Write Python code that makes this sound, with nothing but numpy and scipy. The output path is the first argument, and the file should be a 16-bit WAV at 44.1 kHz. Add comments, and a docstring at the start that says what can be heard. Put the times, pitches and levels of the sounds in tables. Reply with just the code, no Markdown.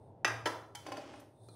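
"""Over a low steady noise, a loud clank opens a second and a half of steel spoon and bowls in a quiet kitchen.
A second clank, a bright tick, light knocks and a short scrape follow; a hand rustles at the bowl.
Contacts are impulses and chattering noise, filtered and rung by steel modes, with decaying-noise reverberation.
Scrape: random slips. Rustle: grainy noise. Boom: a decaying sine. Kitchen: shaped noise and a wavering hum."""
import sys
import numpy as np
from scipy import signal
from scipy.fft import rfft, irfft, next_fast_len
from scipy.io import wavfile

SR = 44100
rng = np.random.default_rng(int(sys.argv[2]) if len(sys.argv) > 2 else 0)


def transcribe(signal):
    """Save signal, clipped to [-1, 1], as a 16-bit WAV file at the path in sys.argv[1]."""
    frames = np.atleast_2d(signal).T
    limited = np.clip(frames, -1, 1)
    pcm = np.round(limited * 32767).astype(np.int16)
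    wavfile.write(sys.argv[1], SR, pcm)


N = 68355
T = np.arange(N) / SR   # [s]

# Contacts: (time [s], place, level [dB], bass [dB], presence [dB], treble [dB], crack [dB], room [dB], ring [dB])
# Crack and room are relative to the chatter; ring is relative to the level.
CONTACTS = [(0.2468, "rim", -25, -2, -1.5, -1.5, -0.5, -9, -17),
            (0.2779, "rim", -30.5, -11.5, -14.5, -5, 7.5, -6, -37),
            (0.3546, "rim", -64, -16, -5.5, -9, -17, 8.5, -17),
            (0.4551, "spoon", -52, -11, 13, 18, -17, -25, -24),
            (0.4585, "base", -30, -0.5, -9, -2, -23, -5.5, -13),
            (0.4711, "base", -36, 3, -8, 1.5, 6.5, -7.5, -46),
            (0.75, "spoon", -49, -12, -3.5, 18, -2, -8.5, -15.5),
            (0.8640, "wall", -47, 9.5, -2, 5, -13, -6.5, -20.5),
            (0.8865, "wall", -51.5, 3.5, -16, 0, 8, -38, -29),
            (0.9192, "wall", -43, 7.5, -6, 3.5, -4, -10, -17.5),
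            (0.9680, "wall", -50, 9.5, 0.5, 6, -12, -6.5, -22),
            (0.9785, "wall", -47.5, 12.5, -17, -12, 8, -18, -50),
            (1.1360, "wall", -56, 7, 0.5, -8, -7, -9, -23),
            (1.1994, "tip", -66.5, 0, -11, 14.5, 8, -8, -38),
            (1.4871, "edge", -71.5, 21, -14.5, 12.5, 17.5, -3, -22.5)]
# Centres of bass, middle, presence and treble: [Hz]
TONE_HZ = [350, 950, 2300, 9000]
# Broad spectrum of a contact: (frequency [Hz], relative density [dB per Hz])
CONTACT_COLOUR = [(40, -41), (130, -15.5), (225, -14.5), (280, 0.5), (500, 2), (750, 3), (1100, 0),
                  (1400, 4.5), (2000, 5.5), (2700, -3.5), (3300, -0.5), (4100, -13), (4800, -7.5),
                  (6200, -10.5), (6800, -18), (8000, -20.5), (9300, -20), (11000, -22), (12500, -31),
                  (15000, -30.5)]
# Steel resonances by place of contact: (frequency [Hz], height over the broad colour [dB])
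STEEL_MODES = { "rim": [(355, -3), (795, 1), (1220, 5), (1620, 10), (1925, 8), (2430, 7.5), (2590, 4.5),
               (2670, 11), (4710, 2.5), (5780, 2.5), (5965, 5), (6135, 10), (6355, 9), (8880, 2.5)],
               "base": [(325, 0.5), (468, 1), (605, 0.5), (925, 5.5), (992, 7), (1332, 6), (1660, 2.5),
               (1935, 0.5), (3270, -6), (3400, 2.5), (4050, 11), (4720, -5), (5300, 9), (7050, 11.5)],
               "spoon": [(824, 12), (952, 12), (1354, 8), (2205, 7.5), (2277, 10.5), (3090, 16.5),
               (3426, 7.5), (4137, 16), (5400, -5), (6160, -4), (7800, 11), (4620, 0), (11100, -2.5)],
               "wall": [(285, 5), (590, 10.5), (650, 7), (800, 15), (1050, 12.5), (1385, 5.5), (2240, 4),
               (2550, 10), (2930, 10.5), (4600, 8)], "edge": [(1200, 22.5), (1330, 14), (2420, 16),
               (4100, 31), (4500, 15), (5800, 7)], "tip": [(6900, 13), (10600, 19.5), (11900, 24),
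               (12500, 14), (13200, 21), (14100, 15), (15000, 12)]}
MODE_WIDTH_HZ, MODE_WIDTH_SHARE = 35, 0.0024   # width grows with pitch
OVERTONE_SPACING_HZ, OVERTONES_FROM_HZ, OVERTONE_RMS_DB = 70, 3500, 4.4
# Ringing time of the steel modes: (frequency [Hz], T60 [s])
RING_T60 = [(400, 0.29), (1800, 0.16), (6000, 0.06), (11000, 0.11)]
# Contact-force shape (the force's envelope is its square root): hold, time for the shape to fall 60 dB, rise
# constant
CHATTER_HOLD_S, CHATTER_T60_S, CHATTER_RISE_S = 0.006, 0.025, 0.00054
# Reverberation of the room: (frequency [Hz], T60 [s])
ROOM_T60 = [(100, .9), (300, 0.82), (700, 0.75), (1800, .48), (4500, 0.42), (9000, 0.45), (15000, 0.5)]
ROOM_BUILD_S, TAIL_SIDE_DB = 0.0064, -37.5   # tails and steady sounds are narrower than the attacks
# Scrape envelope: (time [s], level [dB])
SCRAPE_LEVEL = [(.72, -115), (.8, -65.5), (.88, -54.5), (.95, -56), (.985, -55.5), (1.03, -54), (1.09, -56),
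                (1.16, -57.5), (1.23, -63), (1.3, -112)]
# Scrape spectrum: (frequency [Hz], relative density [dB per Hz])
SCRAPE_COLOUR = [(60, -17.5), (220, -4.5), (285, 10.5), (420, -0.5), (600, 6.5), (730, -8.5), (800, -7),
                 (880, 1), (1050, -3.5), (1180, -6.5), (2300, -11.5), (2900, -9), (3900, -16.5),
                 (5500, -15.5), (9000, -29), (15000, -50)]
SLIPS_PER_S, SLIP_SPREAD_DB = 3000, 3
SCRAPE_ROOM_DB, SCRAPE_T60_SHARE = -2.5, 0.88   # T60 as a share of the room table
# Rustle envelope: (time [s], level [dB])
RUSTLE_LEVEL = [(0, -86.5), (.08, -87.5), (.14, -102), (1.1, -85), (1.17, -73.5), (1.3, -89.5), (1.39, -80),
                (1.45, -72.5), (1.5, -72.5), (1.55, -69)]
# Rustle spectrum: (frequency [Hz], relative density [dB per Hz])
RUSTLE_COLOUR = [(300, 4), (1300, -2), (1800, -8), (2900, -24.5), (3600, 11), (4600, -1), (7600, -8),
                 (8600, 12.5), (10500, 2), (12500, -15.5), (15000, -8)]
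# Blows that wake the room's lowest resonance: (time [s], level before the swell envelope [dB])
BOOMS = [(0.247, -36), (0.865, -51.5)]
BOOM_HZ, BOOM_RISE_S, BOOM_T60_S = 114.4, 0.063, 0.71
# Steady-noise spectrum: (frequency [Hz], relative density [dB per Hz])
FLOOR_COLOUR = [(20, -12), (45, -28), (80, 0), (110, 5.5), (160, -2.5), (230, -7.5), (330, -5), (600, -7.5),
                (900, -9.5), (1200, -30.5), (2200, -40.5), (6000, -51.5), (15000, -61.5)]
# Slow level change of noise and hum, with a brief dip: (time [s], level [dB])
FLOOR_SWELL = [(0, 3), (1.22, -2), (1.33, -5), (1.42, 0), (1.55, 2)]
FLOOR_DB, HUM_HZ, HUM_DB, HUM_WAVER_DB = -60, 111.6, -62.5, 4   # levels before the swell
# Stereo spread: (frequency [Hz], gain of the side signal [dB])
WIDTH = [(3600, -55), (4300, -18), (4800, -3), (9000, -3), (15000, -2)]
CUTOFF_HZ = 15700


def from_db(db):
    """Decibels to amplitude gain."""
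    return 10 ** (np.asarray(db) / 20)


def rms_one(x):
    """Scale to rms 1."""
    return x / np.sqrt(np.mean(x ** 2) + 1e-20)


def at_hz(points, hz):
    """Interpolate a table on a log-frequency axis."""
    f, value = np.transpose(points)
    return np.interp(np.log(hz + 0.00105), np.log(f), value)


def level(rows):
    """Gain over time from (time [s], level [dB])."""
    return from_db(np.interp(T, *np.transpose(rows)))


def colour(x, points, keep_power=True):
    """Causal minimum-phase filter, built by folding the cepstrum of the gain."""
    size = 2 * next_fast_len(N)
    hz = np.arange(size // 2 + 1) * SR / size
    gain = from_db(at_hz(points, hz))
    if keep_power:
        gain = rms_one(gain)
    cepstrum = irfft(np.log(gain))
    n = np.arange(size)
    fold = 1 + np.sign(size // 2 - n) - (n == 0)
    response = np.exp(rfft(cepstrum * fold))
    return irfft(rfft(x, size) * response)[..., :N]


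def dying(t60_s):
    """Exponential decay from 1, down 60 dB after t60_s."""
    return np.exp(-np.log(1000) * T / max(t60_s, 1e-3))


def delayed(x, start_s):
    """Start a sound at start_s."""
    return np.pad(x, ((0, 0), (int(start_s * SR), 0)))[:, :N]


def narrowed(x):
    """Turn down the side of a mid-and-side pair."""
    return x * from_db([[0], [TAIL_SIDE_DB]])


def knocks():
    """Each contact: a crack, chatter, ringing steel and the room's answer."""
    out = np.zeros((2, N))
    for place, modes in STEEL_MODES.items():
        blows = np.zeros((2, N))
        ring = steel_ring(modes)
        for row in CONTACTS:
            if row[1] != place:
                continue
            time_s, _, db, bass_db, presence_db, treble_db, crack_db, room_db, ring_db = row
            hit = chatter() + from_db(room_db) * narrowed(room_tail())
            # at 0 dB the one-sample crack has the energy of 1 ms of rms-1 noise
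            hit[0, 0] += from_db(crack_db) * np.sqrt(SR / 1000)
            tone = list(zip(TONE_HZ, (bass_db, 0, presence_db, treble_db)))
            blows += delayed(from_db(db) * colour(hit, tone, keep_power=False), time_s)
            out += delayed(from_db(db + ring_db) * ring, time_s)
        shaped = colour(blows, CONTACT_COLOUR)
        out += colour(shaped, steel_response(modes), keep_power=False)
    return out


def chatter(size=2048, count=6):
    """Steel chatters on steel, then settles: brief random force, nearly flat in spectrum; mid and side."""
    t = T[:size]
    fall_db = -60 * np.maximum(t - CHATTER_HOLD_S, 0) / CHATTER_T60_S
    shape = (1 - np.exp(-t / CHATTER_RISE_S)) * from_db(fall_db)
    force = rng.standard_normal((2, size)) * shape
    for _ in range(count):   # alternately flatten the spectrum and shape in time
        flat = irfft(np.exp(1j * np.angle(rfft(force))))
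        force = flat * np.sqrt(shape)
    force = rms_one(force) * np.sqrt(np.mean(shape ** 2))
    return np.pad(force, ((0, 0), (0, N - size)))


def steel_response(modes):
    """Steel filter (frequency [Hz], gain [dB]): main modes and a thicket of irregular treble overtones."""
    hz = np.arange(4, SR / 2, 4)
    peaks = 0   # added power
    for f, db in modes:
        width_hz = MODE_WIDTH_HZ + MODE_WIDTH_SHARE * f
        peaks = peaks + (from_db(db) ** 2 - 1) / (1 + ((hz - f) / width_hz) ** 2) ** 2
    grid = np.arange(0, SR / 2, OVERTONE_SPACING_HZ)
    thicket = np.interp(hz, grid, rms_one(rng.random(len(grid)) - .5))
    thicket = thicket * np.minimum(1, hz / OVERTONES_FROM_HZ) ** 2
    gain_db = 10 * np.log10(np.maximum(1 + peaks, .1)) + OVERTONE_RMS_DB * thicket
    return np.column_stack([hz, gain_db])


def steel_ring(modes):
    """The main modes ring on as sines, each dying at its own rate; mid only."""
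    tones = np.zeros(N)
    for hz, db in modes:
        tone = np.sin(2 * np.pi * hz * T + rng.uniform(0, 2 * np.pi))
        tones += from_db(db + at_hz(CONTACT_COLOUR, hz)) * tone * dying(at_hz(RING_T60, hz))
    return tones * [[1], [0]]


def room_tail(t60_share=1):
    """Diffuse reverberation, mid and side: noise whose octave bands die at their own rates."""
    noise = rfft(rng.standard_normal((2, N)))
    hz = np.arange(N // 2 + 1) * SR / N
    edges = np.append(0, SR / 2 / 2. ** np.arange(8)[::-1])
    tail = np.zeros((2, N))
    for low, high in zip(edges, edges[1:]):
        band = irfft(noise * ((hz > low) & (hz <= high)), N)
        tail += band * dying(t60_share * at_hz(ROOM_T60, (low + high) / 2))
    return tail * (1 - np.exp(-T / ROOM_BUILD_S))


def scrape():
    """Steel drags briefly; the slips sound through the bowl and the room."""
    direct = slips() * level(SCRAPE_LEVEL)
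    tail = room_tail(SCRAPE_T60_SHARE)
    tail = tail / np.sqrt(np.sum(tail[0] ** 2))
    wet = signal.fftconvolve(direct[:1], tail, axes=1)[:, :N]
    return colour(direct + from_db(SCRAPE_ROOM_DB) * wet, SCRAPE_COLOUR)


def slips():
    """Friction as dense clicks of random time, size and sign; mid and side."""
    sizes = from_db(SLIP_SPREAD_DB * np.minimum(rng.exponential(1, (2, N)), 4))
    signs = rng.choice([-1, 1], (2, N))
    return rms_one(sizes * signs * (rng.random((2, N)) < SLIPS_PER_S / SR))


def rustle(grain_db=-4):
    """The hand moves and takes hold of the bowl: soft hiss with grains of friction."""
    grainy = rng.standard_normal((2, N)) + from_db(grain_db) * slips()
    return colour(grainy, RUSTLE_COLOUR) * level(RUSTLE_LEVEL)


def boom():
    """The room's lowest resonance swells after a blow and fades slowly; mid only."""
    envelope = (1 - np.exp(-T / BOOM_RISE_S)) * dying(BOOM_T60_S)
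    swell = envelope * np.sin(2 * np.pi * BOOM_HZ * T) * [[1], [0]]
    return sum(from_db(db) * delayed(swell, time_s) for time_s, db in BOOMS)


def kitchen(count=14):
    """Low shaped noise and a hum that wavers in level and phase."""
    waver = np.interp(T, np.linspace(0, T[-1], count), rng.standard_normal(count))
    hum_gain = from_db(HUM_DB + HUM_WAVER_DB * np.tanh(waver))
    hum = hum_gain * np.sin(2 * np.pi * HUM_HZ * T + waver) * [[1], [0]]
    noise = from_db(FLOOR_DB) * colour(rng.standard_normal((2, N)), FLOOR_COLOUR)
    return level(FLOOR_SWELL) * (noise + hum)


def scene():
    """Sum all sources; only the treble spreads to the sides."""
    mid, side = knocks() + narrowed(scrape() + rustle() + kitchen()) + boom()
    side = colour(side, WIDTH, keep_power=False)
    return np.array([mid + side, mid - side])


def record(dry):
    """Cut the top steeply with an elliptic low-pass."""
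    lowpass = signal.ellip(12, .1, 80, CUTOFF_HZ, fs=SR, output="sos")
    return signal.sosfilt(lowpass, dry)


dry = scene()
out = record(dry)
transcribe(out)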